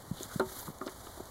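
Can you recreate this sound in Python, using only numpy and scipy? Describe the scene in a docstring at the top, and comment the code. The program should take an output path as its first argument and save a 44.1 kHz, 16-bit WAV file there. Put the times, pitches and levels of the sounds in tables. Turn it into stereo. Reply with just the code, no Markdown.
"""A dry field with a wooden plank lying in it: two young goats step on the board.
Each hoof lands in a few quick contacts that ring the plank's modes and rattle it, with edge clicks and soft rubbing.
Dull, close thumps shake the two microphone ports in opposite directions, like bumps on the camera's body.
Dry stalks tick as short noise bursts; a faint wind is shaped noise, hissing in swells over a low rumble."""
import sys
import numpy as np
from scipy import signal
from scipy.fft import rfft, irfft, next_fast_len
from scipy.io import wavfile
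from scipy.ndimage import map_coordinates

SR = 44100
rng = np.random.default_rng(int(sys.argv[2]) if len(sys.argv) > 2 else 0)


def digitize_waveform(pressure):
    """Quantize a signal to 16-bit integers and store it at the path in sys.argv[1].

    Rows of a 2-D input are taken as channels; values are limited to [-1, 1].
    """
    field = np.atleast_2d(pressure).T
    bounded = np.clip(field, -1, 1)
    quanta = np.round(bounded * 32767).astype(np.int16)
    wavfile.write(sys.argv[1], SR, quanta)


N = 57330


def amp(db):
    """Decibels to gain."""
    return 10 ** (np.asarray(db) / 20)


def unit(x):
    """Scale to rms 1."""
    return x / np.sqrt(np.mean(x ** 2) + 1e-20)


def along(points, hz):
    """Read a curve of (f/Hz, value) points on a log frequency axis."""
    f, value = np.transpose(points)
    return np.interp(np.log(hz + 1), np.log(f + 1), value)


def filtered(x, response):
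    """Shape the spectrum of x by a response, given as a function of frequency."""
    n = x.shape[-1]
    padded = next_fast_len(n + 8192)
    spectrum = rfft(x, padded) * response(np.fft.rfftfreq(padded, 1 / SR))
    return irfft(spectrum, padded)[..., :n]


def panned(x, pan):
    """Tilt x between left and right, band by band."""
    def gains(hz):
        left_db = along(pan, hz) / 2
        return amp(np.array([left_db, -left_db]))
    return filtered(x, gains)


# likeness of the two ports: [f/Hz, correlation, held within +-0.98]
PORT_LIKENESS = [(30, 0.81), (110, 0.43), (280, 0.27), (600, 0.62), (1300, 1), (1900, 0.089), (2400, -1.01),
                 (2800, -1.01), (3300, -0.31), (4000, 1), (5300, -0.88), (7000, 0.44), (8200, -0.73),
                 (10000, 0.098), (14000, -0.44)]


def noise(colour, size):
    """Coloured stereo noise of rms 1, as the two spaced ports hear a wide source."""
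    def mid_side(hz):
        turn = np.arccos(np.clip(along(PORT_LIKENESS, hz), -.98, .98)) / 2
        return amp(along(colour, hz)) * [np.cos(turn), np.sin(turn)]
    mid, side = filtered(rng.standard_normal((2, size)), mid_side)
    return unit(np.array([mid + side, mid - side]))


def wobble(rate):
    """A smooth random curve, rate knots a second."""
    knots = rng.standard_normal(int(N * rate / SR) + 4)
    return map_coordinates(knots, [np.arange(N) * rate / SR])


def add(track, s, sound):
    """Mix a sound into the track at s seconds."""
    part = track[:, max(round(s * SR), 0):][:, :sound.shape[-1]]
    part += sound[..., :part.shape[1]]


# hoof contacts: [t/s, level/dB, brightness f/Hz, place along the board 0-1, free ring 0-1, rattle level/dB]
HOOF_CONTACTS = [(0.2074, -38.5, 616, 0.01, 0.47, -20), (0.2099, -43, 470, 0.33, 0.8, -4),
                 (0.2139, -44, 400, 0.58, .5, -16), (0.3971, -27.5, 2400, 0.03, 0.93, -18),
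                 (0.3992, -23, 1650, 0.35, 0.94, -8.5), (0.4074, -33.2, 1950, 0.02, 0.8, -3),
                 (0.407, -29, 2400, 0.21, 0.7, -10), (.4285, -40, 1800, 0.37, 1, -9),
                 (0.5188, -48, 2180, 0.55, 0.4, 2), (.5670, -47, 1100, 0.44, 0.2, -3),
                 (0.6738, -44.5, 2500, 0.28, 0.6, -14), (.6835, -42, 450, 0.16, .5, -1),
                 (.7005, -52, 397, 0.16, 0.2, -1), (0.8115, -40.5, 1300, 0.2, 0.2, -16),
                 (0.8149, -33, 1600, 0.71, 0.8, -16), (0.864, -37, 860, 0.89, 0.78, -12),
                 (0.8675, -35, 810, 0.83, 0.73, -25), (0.8778, -37.5, 3000, 0.53, 0.5, -2),
                 (0.8850, -42, 1600, 0.84, .4, -6), (1.0691, -44.5, 3500, 0.24, 0.5, 1),
                 (1.1737, -41.5, 596, 0.95, 0.4, -2), (1.1985, -46, 805, 0.96, .5, 7),
                 (1.2038, -36.5, 524, 0.13, 0, -7)]
# modes of the plank: [f/Hz, level/dB, t60/s]
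PLANK_MODES = [(227.7, -11, 0.2), (342.6, -0.5, 0.039), (376.8, -8, 0.28), (507, -13.5, 0.06),
               (541, -2, 0.026), (624.6, -18, 0.28), (904, -15.5, 0.2), (1085.5, -11, 0.083),
               (1204, -6.5, 0.075), (1270, -8, 0.061), (1384, -8, 0.065), (1600, -27, 0.071),
               (1760, -46, 0.054), (272.2, -6.5, 0.07)]
# colour of the board's dense, short-lived rattle: [f/Hz, level/dB per Hz]
RATTLE_COLOUR = [(100, -30), (250, 5), (550, -1.5), (800, 8.5), (1600, -6), (2000, -15.5), (2700, -6.5),
                 (4000, -7), (6000, -28), (12000, -54)]
# where the plank sits in the stereo picture: [f/Hz, left minus right level/dB]
PLANK_BALANCE = [(150, -5), (380, -6), (700, -4.5), (1300, 0), (3000, 10)]
PLACE_DEPTH = 0.92  # how much the place of a contact favours some modes over others
MODE_SCATTER_DB = 1.5
HOOF_DAMPING_DB_PER_S = 691  # extra decay under a hoof that stays firmly down
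PLANK_ATTACK_S = .0006
RATTLE_T60_S, RATTLE_LOW_T60_S, RATTLE_SPLIT_HZ = .075, .125, 550
BASS_CUT_HZ = 195  # a narrow board radiates little below this


def hooves():
    """Contacts rattle the board and ring modes by place; soft ones lack highs, a staying hoof damps the ring."""
    out, t = np.zeros((2, N)), np.arange(SR // 3) / SR
    hz, mode_db, t60 = np.transpose(PLANK_MODES)[:, :, None]
    order = np.arange(len(PLANK_MODES))[:, None] + 1
    rise = 1 - np.exp(-t / PLANK_ATTACK_S)
    for s, db, bright_hz, place, free, rattle_db in HOOF_CONTACTS:
        softness = lambda f: 1 / np.sqrt(1 + (f / bright_hz) ** 4)
        damping_db = HOOF_DAMPING_DB_PER_S * (1 - min(free, 1)) * t

        modes = amp(mode_db - 60 * t / t60 - damping_db) * np.sin(2 * np.pi * hz * t)
        favour = 1 + PLACE_DEPTH * np.cos(np.pi * order * place)
        scatter = amp(MODE_SCATTER_DB * rng.standard_normal(hz.shape))
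        ring = np.sum(modes * softness(hz) * favour * scatter, axis=0)

        rattle = filtered(rng.standard_normal(len(t)), lambda f: amp(along(RATTLE_COLOUR, f)))
        rattle = filtered(unit(rattle), softness)
        low = filtered(rattle, lambda f: 1 / (1 + (f / RATTLE_SPLIT_HZ) ** 4))
        high = rattle - low
        rattle = low * amp(-60 * t / RATTLE_LOW_T60_S) + high * amp(-60 * t / RATTLE_T60_S)

        add(out, s, amp(db) * rise * (ring + amp(rattle_db - damping_db) * rattle))
    bass_cut = signal.butter(2, BASS_CUT_HZ, 'high', fs=SR)
    return panned(signal.lfilter(*bass_cut, out), PLANK_BALANCE)


# the hoof's hard edge on the wood: [t/s, level/dB, centre f/Hz, width/octaves, t60/s]
EDGE_CLICKS = [(0.3965, -38.5, 8900, 0.67, 0.022), (0.397, -38, 3970, 0.099, .03),
               (.4005, -30.5, 1472, 0.18, 0.046), (0.814, -33, 1238, 0.15, 0.048),
               (0.8136, -43, 1814, 0.055, 0.031), (.8636, -44, 5100, 0.75, 0.0078),
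               (0.8684, -44, 5360, 0.6, 0.011), (0.8753, -40.5, 3600, 0.49, 0.023),
               (0.877, -43, 1690, 0.4, 0.061), (1.068, -51.5, 3680, 0.3, 0.024)]


def clicks():
    """Horn meets wood: a short, decaying burst of noise around one pitch."""
    out, t = np.zeros((2, N)), np.arange(SR // 20) / SR
    for s, db, centre_hz, width_oct, t60 in EDGE_CLICKS:
        band = lambda f: 1 / (1 + (np.log2((f + 1) / centre_hz) / width_oct) ** 4)
        burst = unit(filtered(rng.standard_normal(len(t)), band))
        add(out, s, burst * amp(db - 60 * t / t60))
    return out


# soft rubbing swells: low ones like hooves on wood, the long one at 12 kHz a bright rustle of dry grass:
# [middle t/s, half length t/s, level/dB, centre f/Hz]
RUBBING_SWELLS = [(0.192, 0.034, -52, 3560), (0.241, 0.013, -51.5, 3740), (0.322, 0.028, -50, 1370),
                  (0.596, 0.097, -51, 12300), (.626, 0.012, -49, 844), (0.68, 0.0056, -44.5, 1060),
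                  (0.685, 0.015, -47.5, 343), (1.071, 0.0023, -48, 1310), (1.205, 0.0081, -49, 700)]
RUB_WIDTH_OCT = 0.26
RUB_GRAIN_DB, RUB_GRAINS_PER_S = 4, 310  # the rubbing flickers in level


def rubbing():
    """Soft, grainy swells of rubbing noise, each around one pitch."""
    out, t = np.zeros((2, N)), np.arange(N) / SR
    for s, half_s, db, centre_hz in RUBBING_SWELLS:
        band = lambda f: 1 / (1 + (np.log2((f + 1) / centre_hz) / RUB_WIDTH_OCT) ** 2)
        grains = rng.standard_normal(N) * amp(RUB_GRAIN_DB * wobble(RUB_GRAINS_PER_S))
        swell = np.exp(-((t - s) / half_s) ** 2)
        out += unit(filtered(grains, band)) * amp(db) * swell
    return out


# dull thumps: [t/s, level/dB, pitch f/Hz, rise t/s]
DULL_THUMPS = [(0.075, -30, 150, 0.0068), (.1120, -9, 169, 0.0042), (0.1278, -23.5, 150, 0.0054),
               (0.1407, -27.5, 159, 0.0029), (0.2526, -28.5, 195, 0.0046), (0.3586, -9.5, 174, 0.0037),
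               (0.374, -31, 160, 0.0045), (0.4616, -26, 160, .0054), (0.6816, -17.5, 180, 0.0052),
               (0.7006, -23, 157, 0.0037), (0.9005, -51, 165, 0.0026)]
THUMP_SHAPE = 2.2  # envelope steepness
THUMP_SAG = 0.14  # pitch starts this share above the listed one and sinks towards as far below
THUMP_LEFT_DB, THUMP_LAG_S = -3, .00023  # the left port is weaker and later
THUMP_WEIGHT_DB, THUMP_WEIGHT_HZ = -32, 69.6  # the slower push under each thump


def thumps():
    """Two or three heavily damped low cycles, opposite in sign at the two ports."""
    out = np.zeros((2, N))
    port_gain = np.array([[amp(THUMP_LEFT_DB)], [-1]])
    t = np.maximum(np.arange(SR // 10) / SR - np.array([[THUMP_LAG_S], [0]]), 0)
    for s, db, hz, rise_s in DULL_THUMPS:
        u = t / rise_s
        swell = (u * np.exp(1 - u)) ** THUMP_SHAPE
        cycles = hz * ((1 - THUMP_SAG) * t + 2 * THUMP_SAG * rise_s * (1 - np.exp(-u)))
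        push = amp(THUMP_WEIGHT_DB) * np.cos(2 * np.pi * THUMP_WEIGHT_HZ * t)
        swing = np.sin(2 * np.pi * cycles) + push
        add(out, s, amp(db) * swell * swing * port_gain)
    return out


# dry stalks ticking: [t/s, level/dB, t60/s]
STALK_TICKS = [(0.0234, -40, 0.0029), (0.2322, -25, 0.007), (0.5938, -37, 0.0062), (0.61, -33.5, 0.0018),
               (.7860, -38, 0.0052), (.8960, -38, 0.003), (1.2558, -37, 0.006)]
# colour of a snapping stalk, also of the wind's crackle: [f/Hz, level/dB per Hz]
STALK_COLOUR = [(1500, -40), (3000, 0), (5000, -12), (7000, 7), (9000, -1.5), (11500, -4.5), (15000, -9)]
# stereo balance of stalks and hiss: [f/Hz, left minus right level/dB]
GRASS_BALANCE = [(1000, -2), (5000, 0.5), (8000, -1.5), (12000, -8)]


def stalks():
    """Brief bright snaps of dry grass: noise that dies within milliseconds."""
    out, t = np.zeros((2, N)), np.arange(SR // 20) / SR
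    for s, db, t60 in STALK_TICKS:
        add(out, s, noise(STALK_COLOUR, size=len(t)) * amp(db - 60 * t / t60))
    return panned(out, GRASS_BALANCE)


# swells of the hiss in the grass: [t/s, level/dB]
HISS_SWELLS = [(0, -55.5), (.08, -54.5), (0.161, -50.5), (0.241, -44.5), (.275, -49.5), (.33, -45.5),
               (.38, -47.5), (0.433, -55), (.49, -45.5), (.6, -44.5), (.67, -47.5), (.72, -56.5),
               (.81, -56), (.9, -50), (1.001, -52.5), (1.17, -49.5), (1.23, -52.5), (1.3, -53)]
# colour of the hiss: [f/Hz, level/dB per Hz]
HISS_SPECTRUM = [(300, -1), (1200, 4), (2100, 1), (2700, 0.5), (3400, 1.5), (4000, 1.5), (5400, 2.5),
                 (7000, 1.5), (8500, 2), (11500, 0.5), (15500, -5)]
# colour of the field's steady air: [f/Hz, level/dB per Hz]
AIR_COLOUR = [(30, 5.5), (110, -1.5), (190, 1), (400, 0), (700, -0.5), (1100, -3), (1700, -12.5),
              (2600, -14), (5000, -24), (15000, -21)]
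# colour of the rumble on the ports: [f/Hz, level/dB per Hz]
RUMBLE_COLOUR = [(10, -18.5), (30, -12), (55, 0), (75, -3.5), (105, -2), (160, -14.5), (400, -45)]
# phase between the ports: [f/Hz, lead of the left/radians]
PORT_LEAD = [(40, 2.5), (130, 3), (280, 0.1), (1500, 0.82), (2500, -0.5)]
HISS_FLUTTER_DB = 1.5
AIR_DB, RUMBLE_DB = -51, -51
CRACKLE_PER_S, CRACKLE_DB, CRACKLE_SPREAD_DB = 490, -17, 8  # tiny snaps of dry grass, level re the hiss
SNAP_S = 0.00055  # decay time constant of one tiny snap


def wind():
    """Swelling hiss and crackle in the grass over steady air and rumble, shifted in phase between the ports."""
    hiss_db = np.interp(np.arange(N) / SR, *np.transpose(HISS_SWELLS))
    hiss_db = hiss_db + HISS_FLUTTER_DB * wobble(rate=76)

    snap_gain = amp(CRACKLE_SPREAD_DB * rng.uniform(-1.1, 1, N))
    snaps = (rng.random(N) < CRACKLE_PER_S / SR) * snap_gain
    snap_envelope = signal.lfilter([1], [1, -np.exp(-1 / (SNAP_S * SR))], snaps)
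    crackle = unit(snap_envelope * noise(STALK_COLOUR, size=N))

    grass = noise(HISS_SPECTRUM, size=N) + amp(CRACKLE_DB) * crackle
    hiss = panned(grass, GRASS_BALANCE) * amp(hiss_db)
    rumble = noise(RUMBLE_COLOUR, size=N) * amp(RUMBLE_DB)
    air = noise(AIR_COLOUR, size=N) * amp(AIR_DB)
    lead = lambda hz: np.exp(.5j * along(PORT_LEAD, hz) * np.array([[1], [-1]]))
    return filtered(hiss + rumble + air, lead)


def scene():
    """Everything in the open air, with no echo."""
    return hooves() + clicks() + rubbing() + thumps() + stalks() + wind()


HOLLOW_DB, HOLLOW_HZ, HOLLOW_WIDTH_HZ = -12, 2627, 243  # narrow dip in the overall tone
TOP_HZ = 15800


def record(dry):
    """The whole sound is thinner in a narrow band near 2.6 kHz, and nothing remains above the band limit."""
    def response(hz):
        hollow = amp(HOLLOW_DB * np.exp(-((hz - HOLLOW_HZ) / HOLLOW_WIDTH_HZ) ** 2))
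        return hollow * (hz < TOP_HZ)
    return filtered(dry, response)


dry = scene()
out = record(dry)
digitize_waveform(out)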